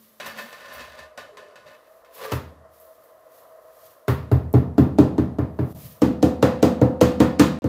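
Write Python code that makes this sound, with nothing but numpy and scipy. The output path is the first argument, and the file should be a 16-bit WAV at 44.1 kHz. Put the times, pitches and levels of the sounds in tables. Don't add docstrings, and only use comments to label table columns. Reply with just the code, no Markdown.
import sys
import numpy as np
from scipy import signal
from scipy.fft import rfft, irfft
from scipy.io import wavfile

SR = 44100
rng = np.random.default_rng(int(sys.argv[2]) if len(sys.argv) > 2 else 0)


def file_out(sig):
    cols = np.atleast_2d(sig).T
    lim = np.clip(cols, -1, 1)
    pcm = np.round(lim * 32767).astype(np.int16)
    wavfile.write(sys.argv[1], SR, pcm)


def rack_gain(trim_db):
    fader = np.asarray(trim_db, float)
    return 10 ** (fader / 20)


N = 338688

# (frequency [Hz], t60 [s])
ROOM_T60_S = [(100, 0.71), (420, 0.6), (1100, 0.38), (2900, 0.43), (7700, 0.24), (15000, 0.3)]

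# (peak time [s], peak level [dB], 20 dB rise [s], 20 dB fall [s])
JACKET_SWELLS = [(0, -57, .1, .6), (.27, -44.5, .027, 0.06), (.38, -51.5, .015, 0.33),
                 (.733, -50, 0.01, 0.042), (.83, -65, .05, .2), (1.18, -60, 0.0065, 0.062),
                 (1.74, -72, .12, .14), (1.93, -65.5, .2, .45), (2.15, -47.5, 0.026, 0.2),
                 (2.26, -48.5, .08, 0.046), (2.32, -38, 0.0095, 0.078), (2.74, -60.5, .05, 0.98),
                 (3.04, -79, 0.019, 0.17), (3.35, -57, 0.059, 0.25), (3.86, -53.5, 0.23, 0.2),
                 (5.71, -63.5, 0.051, 0.098), (5.79, -57, 0.04, .15), (5.872, -46, 0.23, 0.17)]
KNEE_SWELLS = [(0, -65, .1, .12), (.26, -55.5, .08, 0.23), (.79, -66, .21, 0.26), (1.02, -67, 0.4, 0.066),
               (1.18, -62, 0.032, 0.36), (1.65, -64, 0.15, .18), (2.2, -69, .07, .11),
               (2.6, -62.5, .021, 0.26), (3.4, -76.5, 1.5, 1.1), (3.84, -73, .13, .3),
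               (5.85, -41.5, 0.27, 0.2)]
HUM_SWELLS = [
    (0, -53, .1, 0.15),
    (.26, -49, 0.033, 0.22),
    (.45, -45, 0.25, 0.05),
]
THRUM_SWELLS = [
    (.78, -57, 0.14, 0.22),
    (.98, -58, 0.22, .16),
]
GROAN_SWELLS = [
    (1.33, -53.5, 0.047, 0.34),
    (1.5, -57, .25, 0.17),
]
PUSH_SWELLS = [
    (0.203, -55, -0.01, -0.1),
    (0.27, -44.5, -0.1, 0.19),
    (0.388, -39.5, 0.1, 0.12),
    (0.81, -41.5, 0.46, 0.15),
    (0.988, -44.5, 0.15, .09),
    (1.372, -57, 0, 0.46),
    (1.67, -50.5, 0.03, 0.21),
]
SEATING_SWELLS = [
    (2.25, -33.5, 0.094, .1),
    (2.324, -30, 0.024, 0.0073),
]

# (time [s], drone level [dB], whine frequency [Hz])
MACHINE_COURSE = [(0, -72, 620), (.3, -66, 620), (.98, -51, 625), (1.42, -49, 600), (1.72, -52.5, 610),
                  (2.1, -52, 670), (2.3, -51, 640), (3.85, -49.5, 638), (4.1, -53, 625), (7.68, -53, 645)]
# (frequency [Hz], width [Hz], level [dB])
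DRONE_PEAKS = [(487, 49, -2.5), (577, 120, 0), (658, 89, -1.5), (1046, 70, -12.5), (1245, 110, -14.5),
               (1900, 260, -26.5)]
# (frequency [Hz], density [dB per Hz])
RUSTLE_SPECTRUM = [(900, -22), (1600, -3), (4100, -0.5), (8500, -3.5), (11500, 4), (13000, 6.5),
                   (15700, 4.5), (16100, -24)]
# (frequency [Hz], density [dB per Hz])
AIR_SPECTRUM = [(24, -57), (40, -44), (351, -9.5), (637, -9), (753, -19), (1160, -10), (1470, -20),
                (1910, -17.5), (2370, -28), (9010, -33), (12000, -28), (15600, -47), (22000, -120)]
AIR_DB, HUM_HZ = -63, 220

# (time [s], peak level [dB])
EDGE_JOLTS = [(0.203, -26.5), (0.259, -22), (0.385, -23.5), (0.527, -30), (0.6113, -38.5), (0.685, -34.5),
              (0.748, -33.5), (0.805, -29), (0.988, -31.5), (1.175, -26), (1.37, -32.5), (1.484, -48),
              (1.556, -35.5), (2.046, -45)]
SLAB_KNOCK_S = [1.178]
SLAB_KNOCK_DB, SLIDE_FROM_S = -28.5, 0.199
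# (frequency [Hz], width [Hz], level [dB])
FREE_TILE_PEAKS = [(234, 10, -8.5), (414, 17, -5.5), (561, 43, 0.5), (907, 14, -20), (1035, 17, 3.5),
                   (1200, 13, 3), (1474, 20, 2), (1663, 20, 2), (1782, 36, 6), (2150, 29, 0.5),
                   (2593, 31, -2.5), (2990, 13, -4.5), (3660, 92, -15), (3930, 53, -2.5), (4600, 55, -10)]
# (frequency [Hz], width [Hz], level [dB])
SEATING_TILE_PEAKS = [(435, 20, -0.5), (542, 41, 4.5), (1007, 30, -3), (1166, 32, -0.5), (1730, 120, -9.5),
                      (2640, 28, -8)]
# (frequency [Hz], width [Hz], level [dB])
RIM_PEAKS = [(4800, 85, -4), (5920, 35, 1), (6560, 47, -5), (7970, 67, -4), (10400, 23, -13),
             (11400, 26, -6)]
# (frequency [Hz], density [dB per Hz])
GRIT_SPECTRUM = [(35, -48), (70, -15), (240, -9.5), (340, -10), (600, -2.5), (1700, -5.5), (4000, -10.5),
                 (9000, -23.5), (15500, -25.5)]

# (time [s], force [dB], knock [dB], glaze ring [dB], flat slap [dB])
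BLOWS_DB = [(2.3188, -25.5, -22.5, -19, -33), (4.0801, -20, -18.5, -15, -35.5),
            (4.3146, -17, -17, -24, -46.5), (4.5384, -10.5, -13.5, -23, -45),
            (4.7804, -5, -12.5, -20.5, -40), (4.9851, -5.5, -9.5, -21, -32.5),
            (5.1803, -13, -18.5, -26, -44.5), (5.385, -18, -20, -28, -53.5), (5.5886, -19, -20.5, -27, -58),
            (6.018, -5, -13.5, -19, -31), (6.2262, -7, -11.5, -22, -28), (6.4257, -9, -8, -11.5, -26.5),
            (6.6265, -7, -8, -16, -24), (6.8139, -7.5, -10, -23, -40.5), (7.0115, -6.5, -8.5, -12.5, -21),
            (7.2015, -5.5, -10, -12.5, -27), (7.3947, -4.5, -11, -8.5, -17.5),
            (7.6409, -15, -21.5, -27.5, -43)]
# (time [s], peak level [dB])
GRIT_PUFFS = [(0.737, -35.5), (0.7475, -49), (2.799, -40.5), (2.8509, -47), (3.037, -47), (4.082, -27),
              (4.3165, -36), (4.5284, -34), (4.7805, -35), (4.985, -43), (5.1836, -45), (5.3896, -47),
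              (5.5917, -45)]
# (time [s], level [dB])
HOLLOW_DB = [
    (2.32, -20),
    (4.08, -11),
    (4.7, -8),
    (5.2, -17),
    (5.6, -15),
    (6.0, -24),
    (6.6, -22.5),
    (7.68, -23.5),
]
# (frequency [Hz], level struck mid-tile [dB], level near edge [dB], t60 [s])
BOOM_MODES_DB = [(76.7, -12.5, -3.5, 0.8), (85.1, -6.5, 0, 0.5), (111.8, 0.5, 8, 0.062),
                 (123.8, 5.5, 11.5, 0.21), (138, -0.5, -4, 0.25)]
BODY_MODES_DB = [(155.6, -28.5, -15, 0.7), (189.2, -4, -6, 0.46), (216.2, -21, -14, 0.37),
                 (245.3, -3, -4, 0.5), (276.8, 0, -4.5, 0.35), (293, 3, 2, 0.18), (318.4, -1, -2, 0.32),
                 (335.4, -12, -11, 0.27)]
KNOCK_MODES_DB = [(398, -0.5, -12, 0.41), (424, 0.5, 0.5, 0.28), (441.5, -10, -29, 0.61),
                  (498.2, -9.5, 0.5, 0.54), (525, -15, -4.5, 0.61), (553.6, -15, -7.5, 0.5),
                  (608.7, -5.5, -14.5, 0.28), (687, -13, -11, 0.45), (743, -30, -17.5, 1),
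                  (820, -23.5, -20, 0.58), (923, -25.5, -25, 0.7)]
# (frequency [Hz], width [Hz], level [dB])
BEDDED_TILE_PEAKS = [(920, 26, -8.5), (1053, 22, 6.5), (1190, 150, -5), (1290, 18, -1.5), (1380, 63, -6.5),
                     (1760, 58, 11), (1840, 37, -7), (2488, 25, 9.5), (2760, 140, -1), (3430, 66, 9.5),
                     (4330, 130, -11), (4830, 33, 10), (6650, 250, -1)]
EDGE_FROM_S = 5.8

# (start [s], end [s])
DROPOUTS_S = [
    (5.727, 5.750),
    (7.5885, 7.6205),
]


def unit(x):
    return x / np.sqrt(np.mean(x ** 2) + 1e-20)


def white():
    return rng.standard_normal(N)


def in_time(rows):
    s, *columns = np.transpose(rows)
    t = np.arange(N) / SR
    return [np.interp(t, s, c) for c in columns]


def drift(per_s):
    r = np.exp(-2 * np.pi * per_s / SR)
    settled = signal.lfilter([1], [1, -2 * r, r * r], rng.standard_normal(N + SR))[SR:]
    return unit(settled)


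def swells(rows):
    t = np.arange(N) / SR
    gain = 0
    for peak_s, peak_db, rise_s, fall_s in rows:
        below_peak = np.maximum((peak_s - t) / rise_s, (t - peak_s) / fall_s)
        gain = gain + rack_gain(peak_db - 20 * below_peak)
    return gain


def band(x, lo_hz, hi_hz):
    return signal.sosfilt(signal.butter(2, [lo_hz, hi_hz], "band", fs=SR, output="sos"), x)


def coloured(x, spectrum):
    hz, level_db = np.transpose(spectrum)
    grid_hz = np.maximum(np.fft.rfftfreq(len(x), 1 / SR), 1)
    gain_db = np.interp(np.log(grid_hz), np.log(hz), level_db)
    return irfft(rfft(x) * rack_gain(gain_db), len(x))


def resonate(x, peaks):
    out = 0
    for k, (hz, width_hz, level_db) in enumerate(peaks):
        r = np.exp(-np.pi * width_hz / SR)
        gain = (-1) ** k * rack_gain(level_db) / np.sqrt(width_hz)
        poles = [1, -2 * r * np.cos(2 * np.pi * hz / SR), r * r]
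        out = out + gain * signal.lfilter([1 - r * r, 0, r * r - 1], poles, x)
    return out


def by_gain(shape, force, table):
    return shape(force, table) / np.std(shape(rng.standard_normal(SR), table))


def strikes(times_s, level_db, shape):
    clicks = np.zeros(N)
    clicks[(np.asarray(times_s) * SR).astype(int)] = rack_gain(level_db)
    return signal.fftconvolve(clicks, shape)[:N]


def echoing(times_s, level_db, lo_hz, hi_hz, t60_s, wet_db):
    t = np.arange(SR) / SR
    hz, room_t60_s = np.transpose(ROOM_T60_S)
    tail_t60_s = np.interp(np.log(lo_hz * hi_hz) / 2, np.log(hz), room_t60_s)
    burst = rack_gain(-60 * t / t60_s) * np.minimum(t / 0.001, 1)
    tail = rack_gain(wet_db - 60 * t / tail_t60_s) * (1 - np.exp(-t / 0.0033))
    power = strikes(times_s, 2 * level_db, burst ** 2 + tail ** 2)
    return band(white() * np.sqrt(np.maximum(power, 0)), lo_hz, hi_hz)


def room_air():
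    sway_db = 0.8 * drift(4)
    return rack_gain(AIR_DB + sway_db) * unit(coloured(white(), AIR_SPECTRUM))


def far_machine():
    drone_db, whine_hz = in_time(MACHINE_COURSE)
    drone = unit(resonate(resonate(white(), DRONE_PEAKS), [(746, 5000, 0)]))
    whine = (0.75 + drift(17)) * np.sin(2 * np.pi * np.cumsum(whine_hz) / SR)
    return rack_gain(drone_db + 1.36 * drift(18.0)) * (rack_gain(-4) * drone + rack_gain(-2.5) * whine)


def pipe_hum():
    t = np.arange(N) / SR
    return swells(HUM_SWELLS) * np.sin(2 * np.pi * HUM_HZ * t + 1.2 * drift(9))


def jacket():
    rustle = unit(coloured(white(), RUSTLE_SPECTRUM))
    return swells(JACKET_SWELLS) * rack_gain(0.5 + 0.95 * drift(30)) * rustle


def knees():
    rumble = unit(band(band(white(), 75, 184), 75, 184))
    return swells(KNEE_SWELLS) * rack_gain(1.5 * drift(11)) * rumble


def slab_thrum():
    return swells(THRUM_SWELLS) * unit(band(band(white(), 62, 87), 62, 82))


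def grit_grains():
    hit = rng.random(N) < 3500 / SR
    force_db = 3.65 * np.minimum(rng.exponential(1, N), 4)
    grains = unit(hit * rack_gain(force_db) * rng.choice([-1, 1], N))
    return grains * rack_gain(1.9 * drift(21))


def tile_drag():
    grains = grit_grains()
    jolt_s, jolt_db = np.transpose(EDGE_JOLTS)
    loose = np.arange(N) > SLIDE_FROM_S * SR
    sliding = grains * swells(PUSH_SWELLS) * loose
    sliding += echoing(jolt_s, jolt_db - 6, 104, 15000, t60_s=0.04, wet_db=-5.5)
    seating = grains * swells(SEATING_SWELLS)
    out = rack_gain(-1.5) * by_gain(resonate, sliding, FREE_TILE_PEAKS)
    out += rack_gain(3.0) * by_gain(resonate, seating, SEATING_TILE_PEAKS)
    groan = unit(resonate(grains, [(420, 26, 8), (360, 60, -12), (480, 55, -7)]))
    out += swells(GROAN_SWELLS) * groan
    rim_force = echoing(jolt_s, jolt_db - 16, 3500, 11000, t60_s=0.025, wet_db=-20.5)
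    out += by_gain(resonate, rim_force, RIM_PEAKS)
    out += echoing(SLAB_KNOCK_S, SLAB_KNOCK_DB, 180, 1100, t60_s=0.09, wet_db=-12)
    return out + rack_gain(-3.0) * by_gain(coloured, sliding + seating, GRIT_SPECTRUM)


def modes_rung(modes, level_db, swell_s, trim_db, early_db):
    times_s = np.array(BLOWS_DB)[:, 0]
    t = np.arange(SR) / SR
    spot = rng.standard_normal((len(times_s), len(modes)))
    phase = rng.uniform(0, 2 * np.pi, len(modes))
    out = 0
    for k, (hz, middle_db, edge_db, t60_s) in enumerate(modes):
        fade = rack_gain(-60 * t / t60_s) + rack_gain(early_db - 60 * t / 0.048)
        fade = fade * (1 - np.exp(-(t / swell_s) ** 2))
        mode_db = np.where(times_s < EDGE_FROM_S, middle_db, edge_db)
        blow_db = level_db + mode_db + trim_db + 2.28 * spot[:, k]
        out = out + strikes(times_s, blow_db, np.sin(2 * np.pi * hz * t + phase[k]) * fade)
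    return out


def boom_body_knock():
    s, body_db, knock_db, _, _ = np.transpose(BLOWS_DB)
    boom_db = np.interp(s, *np.transpose(HOLLOW_DB))
    out = modes_rung(BOOM_MODES_DB, boom_db, swell_s=0.0079, trim_db=-1, early_db=-32)
    out += modes_rung(BODY_MODES_DB, body_db, swell_s=0.002, trim_db=-8, early_db=0.5)
    out += modes_rung(KNOCK_MODES_DB, knock_db, swell_s=0.001, trim_db=-9.5, early_db=8.5)
    body = echoing(s + 0.0022, body_db + 11.0, 130, 333, t60_s=0.008, wet_db=-2.5)
    out += band(body, 142, 345)
    knock = echoing(s, knock_db + 5.5, 350, 817, t60_s=0.052, wet_db=-4.0)
    out += band(knock, 387, 1360)
    thump_db = boom_db + np.where(s < 3, 3, 14.5)
    thump = echoing(s, thump_db, 94, 167, t60_s=0.027, wet_db=-3)
    return out + band(thump, 95, 168)


def glaze_slap():
    s, _, _, ring_db, slap_db = np.transpose(BLOWS_DB)
    glaze = echoing(s, ring_db + 7.5, 876, 1368, t60_s=0.053, wet_db=-4.5)
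    glaze += echoing(s, ring_db + 2.5, 1490, 2094, t60_s=0.017, wet_db=-7.5)
    glaze += echoing(s, (ring_db + slap_db) / 2 + 3, 1940, 4330, t60_s=0.043, wet_db=-9)
    glaze += echoing(s, slap_db + 11, 3700, 7960, t60_s=0.017, wet_db=-16.0)
    out = glaze + rack_gain(-10.5) * by_gain(resonate, glaze, BEDDED_TILE_PEAKS)
    out += echoing(s - 0.005, slap_db - 9, 1700, 6200, t60_s=0.037, wet_db=-17)
    puff_s, puff_db = np.transpose(GRIT_PUFFS)
    out += echoing(puff_s, puff_db + 3, 11300, 19000, t60_s=0.02, wet_db=-9.0)
    out += echoing(s, slap_db - 22.0, 12000, 13800, t60_s=0.014, wet_db=-17)
    sizzle_db = np.where(s < EDGE_FROM_S, slap_db - 1, 0.74 * slap_db - 8)
    return out + echoing(s, sizzle_db, 10000, 16400, t60_s=0.03, wet_db=-9)


def mallet():
    return signal.lfilter(*signal.iirnotch(368, 20, fs=SR), boom_body_knock() + glaze_slap())


def scene():
    background = room_air() + far_machine() + pipe_hum() + jacket() + knees() + slab_thrum()
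    return (background + tile_drag() + mallet())[None]


def low_pass(x):
    return signal.sosfilt(signal.butter(12, 16970, fs=SR, output="sos"), x)


def record(dry):
    x = signal.sosfilt(signal.butter(5, 66, "high", fs=SR, output="sos"), dry)
    handling_db = -80.5 + 2.5 * drift(2.5)
    x = x + rack_gain(handling_db) * unit(band(white(), 48, 85))
    x = signal.sosfilt(signal.cheby2(14, 45, 15980, fs=SR, output="sos"), x)
    x = np.clip(2.145 * np.tanh(x / 2.268), -1, 1)
    x = signal.sosfilt(signal.cheby2(14, 60, 17200, fs=SR, output="sos"), x)
    t = np.arange(N) / SR
    (dip_from_s, dip_to_s), (mute_from_s, mute_to_s) = DROPOUTS_S
    dip = np.clip(np.minimum(t - dip_from_s, dip_to_s - t) * 250, 0, 1)
    heard = (t < mute_from_s) | (t > mute_to_s)
    return low_pass(x * rack_gain(-11 * dip) * heard)


dry = scene()
out = record(dry)
file_out(out)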